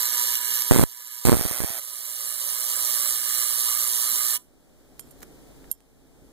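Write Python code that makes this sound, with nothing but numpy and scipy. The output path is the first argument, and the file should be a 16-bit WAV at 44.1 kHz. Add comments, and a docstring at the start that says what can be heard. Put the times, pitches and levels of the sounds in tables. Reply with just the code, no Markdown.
"""First comes a buzzing hiss with a thin whine: corona, electricity leaking into the air from the tip
of a high-voltage wire on every mains half-cycle. As the wire nears a small light bulb on a workbench, two
runs of sparks crack across the gap and kick the microphone circuits. The bulb then sizzles until the power
is cut, and the loose wire ticks against a metal plate. The recorder's gain ducks under the sparks and
creeps back, so the hiss and later the room swell up."""
import sys
import numpy as np
from scipy import signal
from scipy.fft import rfft, irfft, next_fast_len
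from scipy.io import wavfile
from scipy.ndimage import uniform_filter1d

SR = 44100
rng = np.random.default_rng(int(sys.argv[2]) if len(sys.argv) > 2 else 0)


def unload_wav(signal):
    """Save mono or channel-first audio to the path in sys.argv[1] as 16-bit WAV at rate SR, clipped to [-1, 1]."""
    wavfile.write(
        sys.argv[1],
        SR,
        np.round(np.clip(np.atleast_2d(signal).T, -1, 1) * 32767).astype(np.int16),
    )


N = 278712
TIME = np.arange(N) / SR
SIZE = next_fast_len(N + SR // 2, real=True)
FREQS = np.fft.rfftfreq(SIZE, 1 / SR)

# The room's background noise and its hum tones. Each row: frequency in Hz, level in dB.
ROOM_COLOUR = [(25, 0.5), (50, -0.5), (90, -6), (150, -8), (280, -2.5), (450, -8.5), (700, -12),
               (1000, -20.5), (1600, -22.5), (2700, -25.5), (5800, -26.5), (9000, -26.5), (15000, -30)]
HUM_TONES = [(48.4, -60.5), (140, -66.5), (274.5, -65), (446.8, -66.5)]
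# How alike the background noise is in left and right; near 2700 Hz the two sides are opposite and
# cancel in mono. Each row: frequency in Hz, likeness (used between -0.99, opposite, and 0.99, alike).
NOISE_LIKENESS = [(60, -0.72), (130, -0.41), (290, 0.19), (640, 0.52), (1400, 1), (2100, -0.35),
                  (2700, -1.27), (3800, 0.95), (5100, -0.43), (7000, 0.11), (15000, 0.11)]
# A hand bumps the bench. Each row: start in seconds, level in dB.
HAND_BUMPS = [(4.119, -40), (5.04, -45), (6.215, -48)]
# The wire taps the plate. Each row: time in seconds, click, knock and ring levels in dB,
# brightness of the contact in Hz, left side against right in dB.
WIRE_TAPS = [(4.9949, -9, -42, -17.5, 7300, -15), (5.109, -31, -42, -34.5, 8900, -15),
             (5.189, -32, -34, -52, 7000, -4), (5.2055, -23, -29, -52, 7000, -7),
             (5.219, -28, -19, -59, 7000, 6), (5.226, -19, -16, -54, 7000, -3),
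             (5.2301, -11.5, -5, -52, 7000, -5), (5.643, -40, -17.5, -60, 6940, -1),
             (5.7136, -3, -20, -14, 18400, -13), (5.805, -37, -44, -29, 4000, -17)]
# The wire slides on the plate. Each row: start in seconds, length in seconds, level in dB.
WIRE_SLIDES = [(5.005, 0.1, -33.5), (5.71, 0.108, -39.5)]
# Ringing tones of wire and plate. Each row: frequency in Hz, level in dB, seconds to fade by 60 dB.
PLATE_TONES = [(3230, -33, 0.17), (4340, -34, 0.1), (5300, -28, 0.095), (5400, -35, 0.32),
               (6940, -18.5, 0.096), (7020, -33, 0.1), (7420, -13.5, 0.087), (7880, -20, 0.09),
               (8400, -29, 0.062), (8970, -7, 0.074), (9600, -1, 0.058), (10170, -9, 0.065),
               (11100, -23, 0.055), (11780, -9, 0.08), (12640, 6, 0.052), (13210, -20, 0.086),
               (14310, -24, 0.08), (14660, -16, 0.1), (14930, -23, 0.09)]
# The broad tone colour of each discharge. 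Each row: frequency in Hz, level in dB.
TIP_COLOUR = [(100, -43.5), (350, -27), (800, -25.5), (1500, -12.5), (2500, -9), (3000, -10.5), (5000, -7),
              (6500, 0), (9000, -4), (10500, -2), (13300, -5), (14300, -1), (15400, -7.5)]
BULB_COLOUR = [(100, -37), (350, -31), (800, -22.5), (1500, -13), (2500, -9.5), (3000, -9.5), (5000, -5.5),
               (6500, 1.5), (10700, -9), (13400, -0.5), (15400, -1.5)]
SPARK_COLOUR = [(100, -29.5), (400, -8.5), (800, -7), (2000, -1.5), (3500, -8), (5500, -4.5), (7000, -7),
                (10500, -4), (13300, -1), (15400, -6.5)]
# Resonances and dips of bulb, plate and bench: for the tip's hiss, for the bulb's, and for both.
# Each row: frequency in Hz, width in Hz, boost or cut in dB.
TIP_PEAKS = [(523, 77, 11.5), (982, 38, 19), (1054, 80, -5), (1205, 88, 12.5), (1360, 110, -6),
             (1717, 90, 12), (7630, 380, 5), (9600, 400, 5), (11590, 740, 11), (12600, 230, 5),
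             (13300, 340, 1)]
BULB_PEAKS = [(554, 240, 12.5), (999.4, 41, 16), (1050, 96, -6), (1149, 66, 10.5), (1236.5, 96, 10.5),
              (1424, 90, -4.5), (1770, 137, 6.5), (7390, 300, 3.5), (7700, 250, 6.5), (8280, 310, 6.5),
              (9770, 600, 16.5), (11180, 1390, 11.5), (11750, 420, 5.5), (13450, 600, 5),
              (14500, 730, -7.5)]
BENCH_PEAKS = [(830, 64, -1.5), (1490, 36, 4), (1563, 60, -4.5), (1635, 42, 5), (1890, 80, -4),
               (2220, 210, 3), (2570, 230, -21.5), (2954, 160, 14.5), (3110, 150, -11), (3330, 140, 4),
               (3420, 110, -8.5), (4113, 136, 6.5), (6590, 660, -8.5), (10060, 350, -6)]
# The sizzle changes as the glow settles. Each row: frequency in Hz, width in Hz, early dB, later dB.
BULB_SHIFTS = [(634, 300, 3, -2.5), (1180, 140, -1.5, 1.5), (1720, 200, 0, 1)]
# The corona spits. Each row: time in seconds, boost in dB.
FLARES = [(0.355, 10.5), (0.6207, 11.5), (2.054, 6)]
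# Resonances of a crack. Each row: Hz with the gap wide, Hz with it shut, width in Hz, boost in dB.
SPARK_PEAKS = [(600, 610, 250, 6), (3800, 7300, 1300, 2.5), (7900, 9400, 1900, 7), (8870, 9700, 900, 7.5),
               (10400, 10900, 280, 7), (10800, 12100, 350, 4), (11660, 12700, 480, 7.5),
               (12960, 12600, 740, 6)]
# Runs of sparks. Each row: start in seconds, end in seconds.
SPARK_RUNS = [(0.708, 0.841), (1.25, 1.795)]
# The gap between the wire and the bulb's cap. Each row: time in seconds, width in mm.
GAP_WIDTHS = [(0.71, 6.7), (0.84, 4.96), (1.27, 6.2), (1.35, 3.52), (1.62, 1.96), (1.8, 1.18)]
# Heavy sparks that snap out of the buzz. Each row: time in seconds, kick in dB, second kick in dB,
# wait between them in milliseconds, direction of the first kick (1 or -1).
HEAVY_SPARKS = [(0.711, 33, 18, 1.3, 1), (0.7192, 30.5, 23.5, 0.9, 1), (0.7443, 20, 19, 1.6, 1),
                (0.7607, 24.5, 26, 1.4, 1), (0.7859, 23, 22, 1.4, 1), (0.795, 30.5, 13, 1.4, 1),
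                (0.8126, 24, 16, 2.3, 1), (0.8275, 22, 21, 2.6, 1), (0.8357, 18, 26.5, 1.5, 1),
                (1.2526, 25, -7, 1.6, 1), (1.2702, 21, -2, 1.4, -1), (1.2773, 25, 10, 3.1, 1),
                (1.2856, 25, 27, 1.4, 1), (1.2941, 26, 29, 1.4, 1), (1.319, 28.5, 22, 1.4, 1),
                (1.3276, 27, 27, 1.1, 1), (1.336, 25, -7, 1.4, 1), (1.3436, 20.5, 0, 1.4, -1),
                (1.3528, 19, 0, 1.1, 1), (1.3688, 18, -7, 1.7, 1), (1.3946, 14.5, -8, 1.7, 1),
                (1.411, 16, -6, 1.4, -1), (1.4526, 17, -6, 0.85, 1), (1.4612, 10, -8, 1.7, -1),
                (1.5118, 10.5, -6, 1.1, 1), (1.6035, 12.5, -8, 1.6, -1), (1.619, 8.5, -5, 1.2, 1),
                (1.637, 10.5, -14, 1.2, -1), (1.645, 12, -18, 1.4, 1), (1.7033, 0, -19, 1.4, 1)]
# The bench at the left microphone, against the right. Each row: frequency in Hz, then in turn
# level in dB, delay in milliseconds, or likeness from 0 to 1.
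LEFT_SHADE = [(500, 0.1), (1200, 0.04), (1800, -5), (2400, 0), (3000, 1), (4200, -.5), (5400, -.5),
              (6300, -3), (7500, -8), (8700, -7), (9700, -11), (11700, -13), (13400, -11), (15000, -13)]
LEFT_DELAY = [(1200, .01), (1900, .1), (2450, .203), (2900, .174), (3300, .29), (4400, .23), (4850, .308),
              (5500, .274), (8000, .315), (15000, .33)]
LEFT_LIKENESS = [(300, .5), (1100, .98), (1900, .65), (2400, .995), (3000, .995), (4000, .95), (4500, .65),
                 (4850, .99), (5500, .99), (6200, .6), (15000, .65)]

MAINS_HZ, WIDE_GAP_MM = 59.985, 6.15


def from_db(db):
    """Turns decibels into a multiplier."""
    return 10 ** (np.asarray(db) / 20)


def rms_one(x):
    """Scales a signal to an average power of 1."""
    return x / np.sqrt(np.mean(x ** 2) + 1e-20)


def gate(start, end, attack=0.0004, release=0.00092):
    """Rises from the start, holds, and falls from the end; all in seconds."""
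    return np.clip((TIME - start) / attack, 0, 1) * np.clip(1 - (TIME - end) / release, 0, 1)


def at_hz(points):
    """Reads a table of (Hz, value) rows at every frequency."""
    hz, value = np.transpose(points)
    return np.interp(np.log(FREQS + 1), np.log(hz), value)


def filtered(x, response):
    """Multiplies each frequency in a sound by the response."""
    return irfft(rfft(x, SIZE) * response, SIZE)[..., :N]


def low_pass(x, hz):
    """Gently dulls the sound above hz."""
    return signal.sosfilt(signal.butter(1, min(hz, .45 * SR), fs=SR, output="sos"), x + 1e-18)


def keep_band(x, hz, kind="band"):
    """Keeps what lies between two frequencies, or above one if kind is "high"."""
    return signal.sosfilt(signal.butter(2, hz, kind, fs=SR, output="sos"), x)


def drift(hz):
    """A random wobble with a spread of 1, mostly slower than hz."""
    return rms_one(filtered(rng.standard_normal(N), 1 / (1 + (FREQS / hz) ** 2)))


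def body(colour, peaks):
    """The response of a ringing object: a broad colour with peaks and dips."""
    db = at_hz(colour) + sum(top / (1 + (2 * (FREQS - hz) / width) ** 2) for hz, width, top in peaks)
    # minimum phase: the ringing comes after a hit, never before
    cepstrum = irfft(np.log(rms_one(from_db(db))), SIZE)
    cepstrum[1:SIZE // 2] *= 2
    return np.exp(rfft(cepstrum[:SIZE // 2], SIZE))


def tail(t60):
    """The response of dense echoes that fade by 60 dB in t60 seconds."""
    t = TIME[:SR // 3]
    burst = rng.standard_normal(len(t)) * from_db(-60 * t / t60)
    return rfft(burst / np.sqrt(np.sum(burst ** 2)), SIZE)


def smear(t60):
    """Echoes that spread a click in time and leave its colour alone."""
    return np.exp(1j * np.angle(tail(t60)))


def clicks(times, sizes):
    """Single-sample clicks at the given times."""
    return np.bincount(np.clip(np.round(np.asarray(times) * SR).astype(int), 0, N - 1), sizes, N)


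def half_cycles(phase):
    """The moment at which each mains half-cycle reaches the given phase (0 to 1)."""
    return (np.arange(int(N / SR * 2 * MAINS_HZ)) + phase) / (2 * MAINS_HZ)


def room_tone(level_db=-50, hum_from_s=4.26):
    """The workshop rumbles and hisses faintly; a hum swells as the discharge ends."""
    alike = np.clip(at_hz(NOISE_LIKENESS), -.99, .99)
    colour = from_db(at_hz(ROOM_COLOUR))
    shared = filtered(rng.standard_normal(N), colour * np.sqrt(1 + alike))
    opposed = filtered(rng.standard_normal(N), colour * np.sqrt(1 - alike))
    noise = from_db(level_db) * rms_one(np.array([shared + opposed, shared - opposed]))
    hum = sum(from_db(db) * np.sqrt(2) * np.sin(2 * np.pi * hz * TIME) for hz, db in HUM_TONES)
    return noise + hum * gate(hum_from_s, TIME[-1], attack=0.9)


def bench_bumps(t60=0.21):
    """A hand bumps the bench, making soft, low thuds."""
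    thud = rms_one(keep_band(rng.standard_normal(N), [70, 300]))
    return thud * sum(from_db(db - 60 * np.abs(TIME - at) / t60) * gate(at, TIME[-1], attack=0.0066)
                      for at, db in HAND_BUMPS)


def wire_on_plate(grains_per_s=2500, slide_hz=6500, slide_edge_s=0.024, scatter_db=6, chatter_db=3.5):
    """Taps click and knock; taps and slides set plate and wire ringing, and the loose wire chatters."""
    t = TIME[:SR // 3]
    ring = sum(from_db(db - 60 * t / t60) * np.sin(2 * np.pi * hz * t) for hz, db, t60 in PLATE_TONES)
    sliding = sum(from_db(db) * gate(start, start + length, slide_edge_s, slide_edge_s)
                  for start, length, db in WIRE_SLIDES)
    grains = rng.standard_normal(N) * (rng.random(N) < grains_per_s / SR)
    grit = grains * sliding / np.sqrt(np.sum(ring ** 2))
    strikes = np.outer(from_db([-6, 0]), low_pass(low_pass(grit, slide_hz), slide_hz))  # left is quieter
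    ticks = 0
    for at, click_db, knock_db, ring_db, contact_hz, left_db in WIRE_TAPS:
        tap = clicks([at], [1]) + 1e-18
        sides = from_db([left_db, 0])
        push = low_pass(low_pass(tap, contact_hz), contact_hz)  # soft contacts ring duller
        strikes = strikes + np.outer(sides, from_db(ring_db) * push)
        click = from_db(click_db) * keep_band(tap, 4000, "high")
        knock = from_db(knock_db) * keep_band(tap, [140, 1800])
        ticks = ticks + np.outer(sides, click + knock)
    scatter = 1 + from_db(scatter_db) * np.array([smear(t60=0.022), smear(t60=0.022)])
    chatter = rms_one(from_db(chatter_db * drift(hz=220)))
    ringing = filtered(strikes, rfft(ring, SIZE)) * chatter
    return ringing + filtered(ticks, scatter / np.hypot(1, from_db(scatter_db)))


def corona(phase, treble_swing_db, low_swing_db, uneven_db, wander_db, streamers_per_s, streamer_share,
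           buzz_db, grain_db=0.5, jitter_s=0.00004, split_hz=5000, flare_s=0.002):
    """Countless tiny discharges and some larger ones (streamers) hiss, most at each voltage crest."""
    crests = half_cycles(phase)
    swing = np.cos(2 * np.pi * (2 * MAINS_HZ * TIME - phase))
    strength_db = np.interp(TIME, crests, rng.normal(0, uneven_db, len(crests)))
    sizes = from_db(grain_db * np.minimum(rng.exponential(1, N), 4)) * rng.choice([-1, 1], N)
    streamers = rms_one(sizes * (rng.random(N) < streamers_per_s / SR))
    grains = rng.standard_normal(N) + streamer_share * streamers
    low_band = 1 / (1 + (FREQS / split_hz) ** 6)
    treble = filtered(rms_one(grains * from_db(treble_swing_db * swing + strength_db)), 1 - low_band)
    low_hiss = filtered(rms_one(grains * from_db(low_swing_db * swing)), low_band)
    # one regular strike at every crest makes the buzz
    buzz = rms_one(clicks(crests + rng.normal(0, jitter_s, len(crests)), np.ones(len(crests))))
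    flare_db = sum(db * np.exp(-((TIME - at) / flare_s) ** 2) for at, db in FLARES)
    loudness = from_db(flare_db + wander_db * drift(hz=5))
    return rms_one(treble + low_hiss + from_db(buzz_db) * buzz) * loudness


def tip_hiss(level_db=-10.5, end_s=1.255, whine_hz=977, whine_db=-38):
    """Corona at the wire tip hisses, with a wavering whine, until the second run of sparks."""
    fizz = corona(phase=0.74, treble_swing_db=4.5, low_swing_db=0.3, uneven_db=1.1, wander_db=0.74,
                  streamers_per_s=1800, streamer_share=0.61, buzz_db=-21)
    turns = np.cumsum(whine_hz + 3 * drift(hz=22)) / SR
    whine = from_db(whine_db + 1.5 * drift(hz=10)) * np.sqrt(2) * np.sin(2 * np.pi * turns)
    burning = gate(0, end_s)
    hiss = filtered(fizz * from_db(level_db) * burning, body(TIP_COLOUR, TIP_PEAKS + BENCH_PEAKS))
    return hiss + whine * burning


def bulb_sizzle(level_db=-8.5, on_s=1.2, off_s=4.36, settle_at_s=2.83):
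    """Once the wire nears its cap, the bulb glows and sizzles every half-cycle until the power is cut."""
    fizz = corona(phase=0.88, treble_swing_db=4.0, low_swing_db=0.9, uneven_db=0.5, wander_db=0.61,
                  streamers_per_s=3500, streamer_share=0.27, buzz_db=-14)
    sizzle = fizz * from_db(level_db) * gate(on_s, off_s, attack=0.059, release=0.02)
    settled = gate(settle_at_s, TIME[-1], attack=0.4)
    peaks = BULB_PEAKS + BENCH_PEAKS
    early = body(BULB_COLOUR, peaks + [(hz, width, db) for hz, width, db, _ in BULB_SHIFTS])
    late = body(BULB_COLOUR, peaks + [(hz, width, db) for hz, width, _, db in BULB_SHIFTS])
    return filtered(sizzle * (1 - settled), early) + filtered(sizzle * settled, late)


def gap_share(t):
    """Width of the spark gap at the given times, as a share of the wide gap."""
    return np.maximum(np.interp(t, *np.transpose(GAP_WIDTHS)) / WIDE_GAP_MM, 0)


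def sparking():
    """1 while sparks jump the gap, else 0."""
    return sum(gate(start, end) for start, end in SPARK_RUNS)


def spark_strikes(jitter_s=0.0004, recharge_s=0.0014, wide_kick_db=16, gap_power=3.65, spread=0.89):
    """The gap sparks three times a half-cycle. Gives the three times and the kicks of the first two."""
    crests = half_cycles(0.29)
    first = crests + rng.normal(0, jitter_s, len(crests))
    waits = recharge_s * rng.uniform(.7, 1.3, (len(first), 2))
    signs = np.where(rng.random(len(first)) < 0.6, 1, -1)
    usual_kick = from_db(wide_kick_db) * gap_share(first) ** gap_power * signs
    variation = 1 + spread * (2 * rng.random(waits.shape) - 1)
    kicks = np.outer(usual_kick, [1, -0.7]) * variation  # the second strike kicks back
    for at, kick_db, back_db, wait_ms, direction in HEAVY_SPARKS:
        nearest = np.argmin(np.abs(crests - at))
        first[nearest], waits[nearest, 0] = at, wait_ms / 1000
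        kicks[nearest] = np.sign(direction) * from_db([kick_db, back_db]) * [1, -1]
    return np.cumsum(np.column_stack([first, waits]), axis=1), kicks


def spark_cracks(times, level_db=8.5, restrike_db=-3.5, uneven_db=0.5, scatter_db=-1.5, scatter_t60=0.029):
    """Each spark cracks and echoes off things on the bench, weaker and higher as the gap closes."""
    sizes = from_db(restrike_db * np.arange(3) + rng.normal(0, uneven_db, times.shape))
    train = rms_one(clicks(times.ravel(), sizes.ravel()))
    gap = gap_share(TIME)
    # every spark takes a new path, so each one scatters differently
    echo_power = signal.lfilter([1], [1, -from_db(-120 / (scatter_t60 * SR))], train ** 2 + 1e-18)
    scattered = rms_one(np.sqrt(echo_power) * rng.standard_normal(N))
    cracks = rms_one(train + from_db(scatter_db) * scattered) * from_db(level_db) * gap * sparking()
    # blend between the resonances of five gap widths
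    shares = np.linspace(.2, 1, 5)
    sound = 0
    for share, chosen in zip(shares, np.eye(len(shares))):
        peaks = [(shut + share * (wide - shut), width, db) for wide, shut, width, db in SPARK_PEAKS]
        sound = sound + filtered(cracks * np.interp(gap, shares, chosen), body(SPARK_COLOUR, peaks))
    return sound


def circuit_kicks(times, kicks, leak_hz=72, left_lag_s=0.00036, left_db=-1.3, right_db=1.5):
    """Sparks kick the microphone circuits: voltage steps that leak away, opposite in the two channels."""
    jolts = clicks(times[:, :2].ravel(), kicks.ravel()) * sparking()
    steps = signal.lfilter([1], [1, -np.exp(-2 * np.pi * leak_hz / SR)], jolts + 1e-18)
    steps = steps - low_pass(steps, hz=14)
    left = np.interp(TIME - left_lag_s, TIME, low_pass(steps, hz=600))
    right = low_pass(steps, hz=1000)
    return np.array([-from_db(left_db) * left, from_db(right_db) * right])


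def microphones(source, room_db=-21, wander_hz=18):
    """The right microphone faces the bench; the left hears it later, shaded and partly by reflection."""
    right = filtered(source, 1 + from_db(room_db) * tail(t60=0.23))
    alike = np.clip(at_hz(LEFT_LIKENESS), 0, 1)
    shade = from_db(at_hz(LEFT_SHADE))
    delay = np.exp(-2j * np.pi * FREQS * at_hz(LEFT_DELAY) / 1000)
    direct = filtered(right, shade * alike * delay)
    reflected = filtered(right, shade * np.sqrt(1 - alike ** 2) * smear(t60=0.022))
    # the discharge dances about, so the phase of its reflections wanders
    wander = np.cumsum(rng.standard_normal(N)) * np.sqrt(2 * np.pi * wander_hz / SR)
    left = direct + np.real(signal.hilbert(reflected, SIZE)[:N] * np.exp(1j * wander))
    return np.array([left, right])


def gain_control(x, ceiling_db=-18.5, recovery_db_per_s=11, average_s=0.008, look_ahead_s=0.0053):
    """The recorder turns down at once when the treble passes the ceiling, then creeps back up."""
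    treble = keep_band(x, 3000, "high")
    power = uniform_filter1d(treble ** 2, int(average_s * SR), axis=1).max(axis=0)
    power = np.interp(TIME - average_s / 2 + look_ahead_s, TIME, power)
    excess_db = np.maximum(10 * np.log10(np.abs(power) + 1e-12) - ceiling_db, 0)
    recovered_db = recovery_db_per_s * TIME
    return x * from_db(recovered_db - np.maximum.accumulate(excess_db + recovered_db))


def scene():
    """Discharge, wire and bench at the two microphones, with the electrical kicks and the room."""
    times, kicks = spark_strikes()
    bench = tip_hiss() + spark_cracks(times) + bulb_sizzle() + bench_bumps()
    return microphones(bench) + wire_on_plate() + circuit_kicks(times, kicks) + room_tone()


def record(dry):
    """The gain ducks under the discharge, the biggest kicks still clip, and the highest treble is cut."""
    clipped = np.clip(gain_control(dry), -1, 1)
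    treble_cut = signal.ellip(10, .2, 70, 15520, fs=SR, output="sos")
    return signal.sosfilt(treble_cut, clipped)


dry = scene()
out = record(dry)
unload_wav(out)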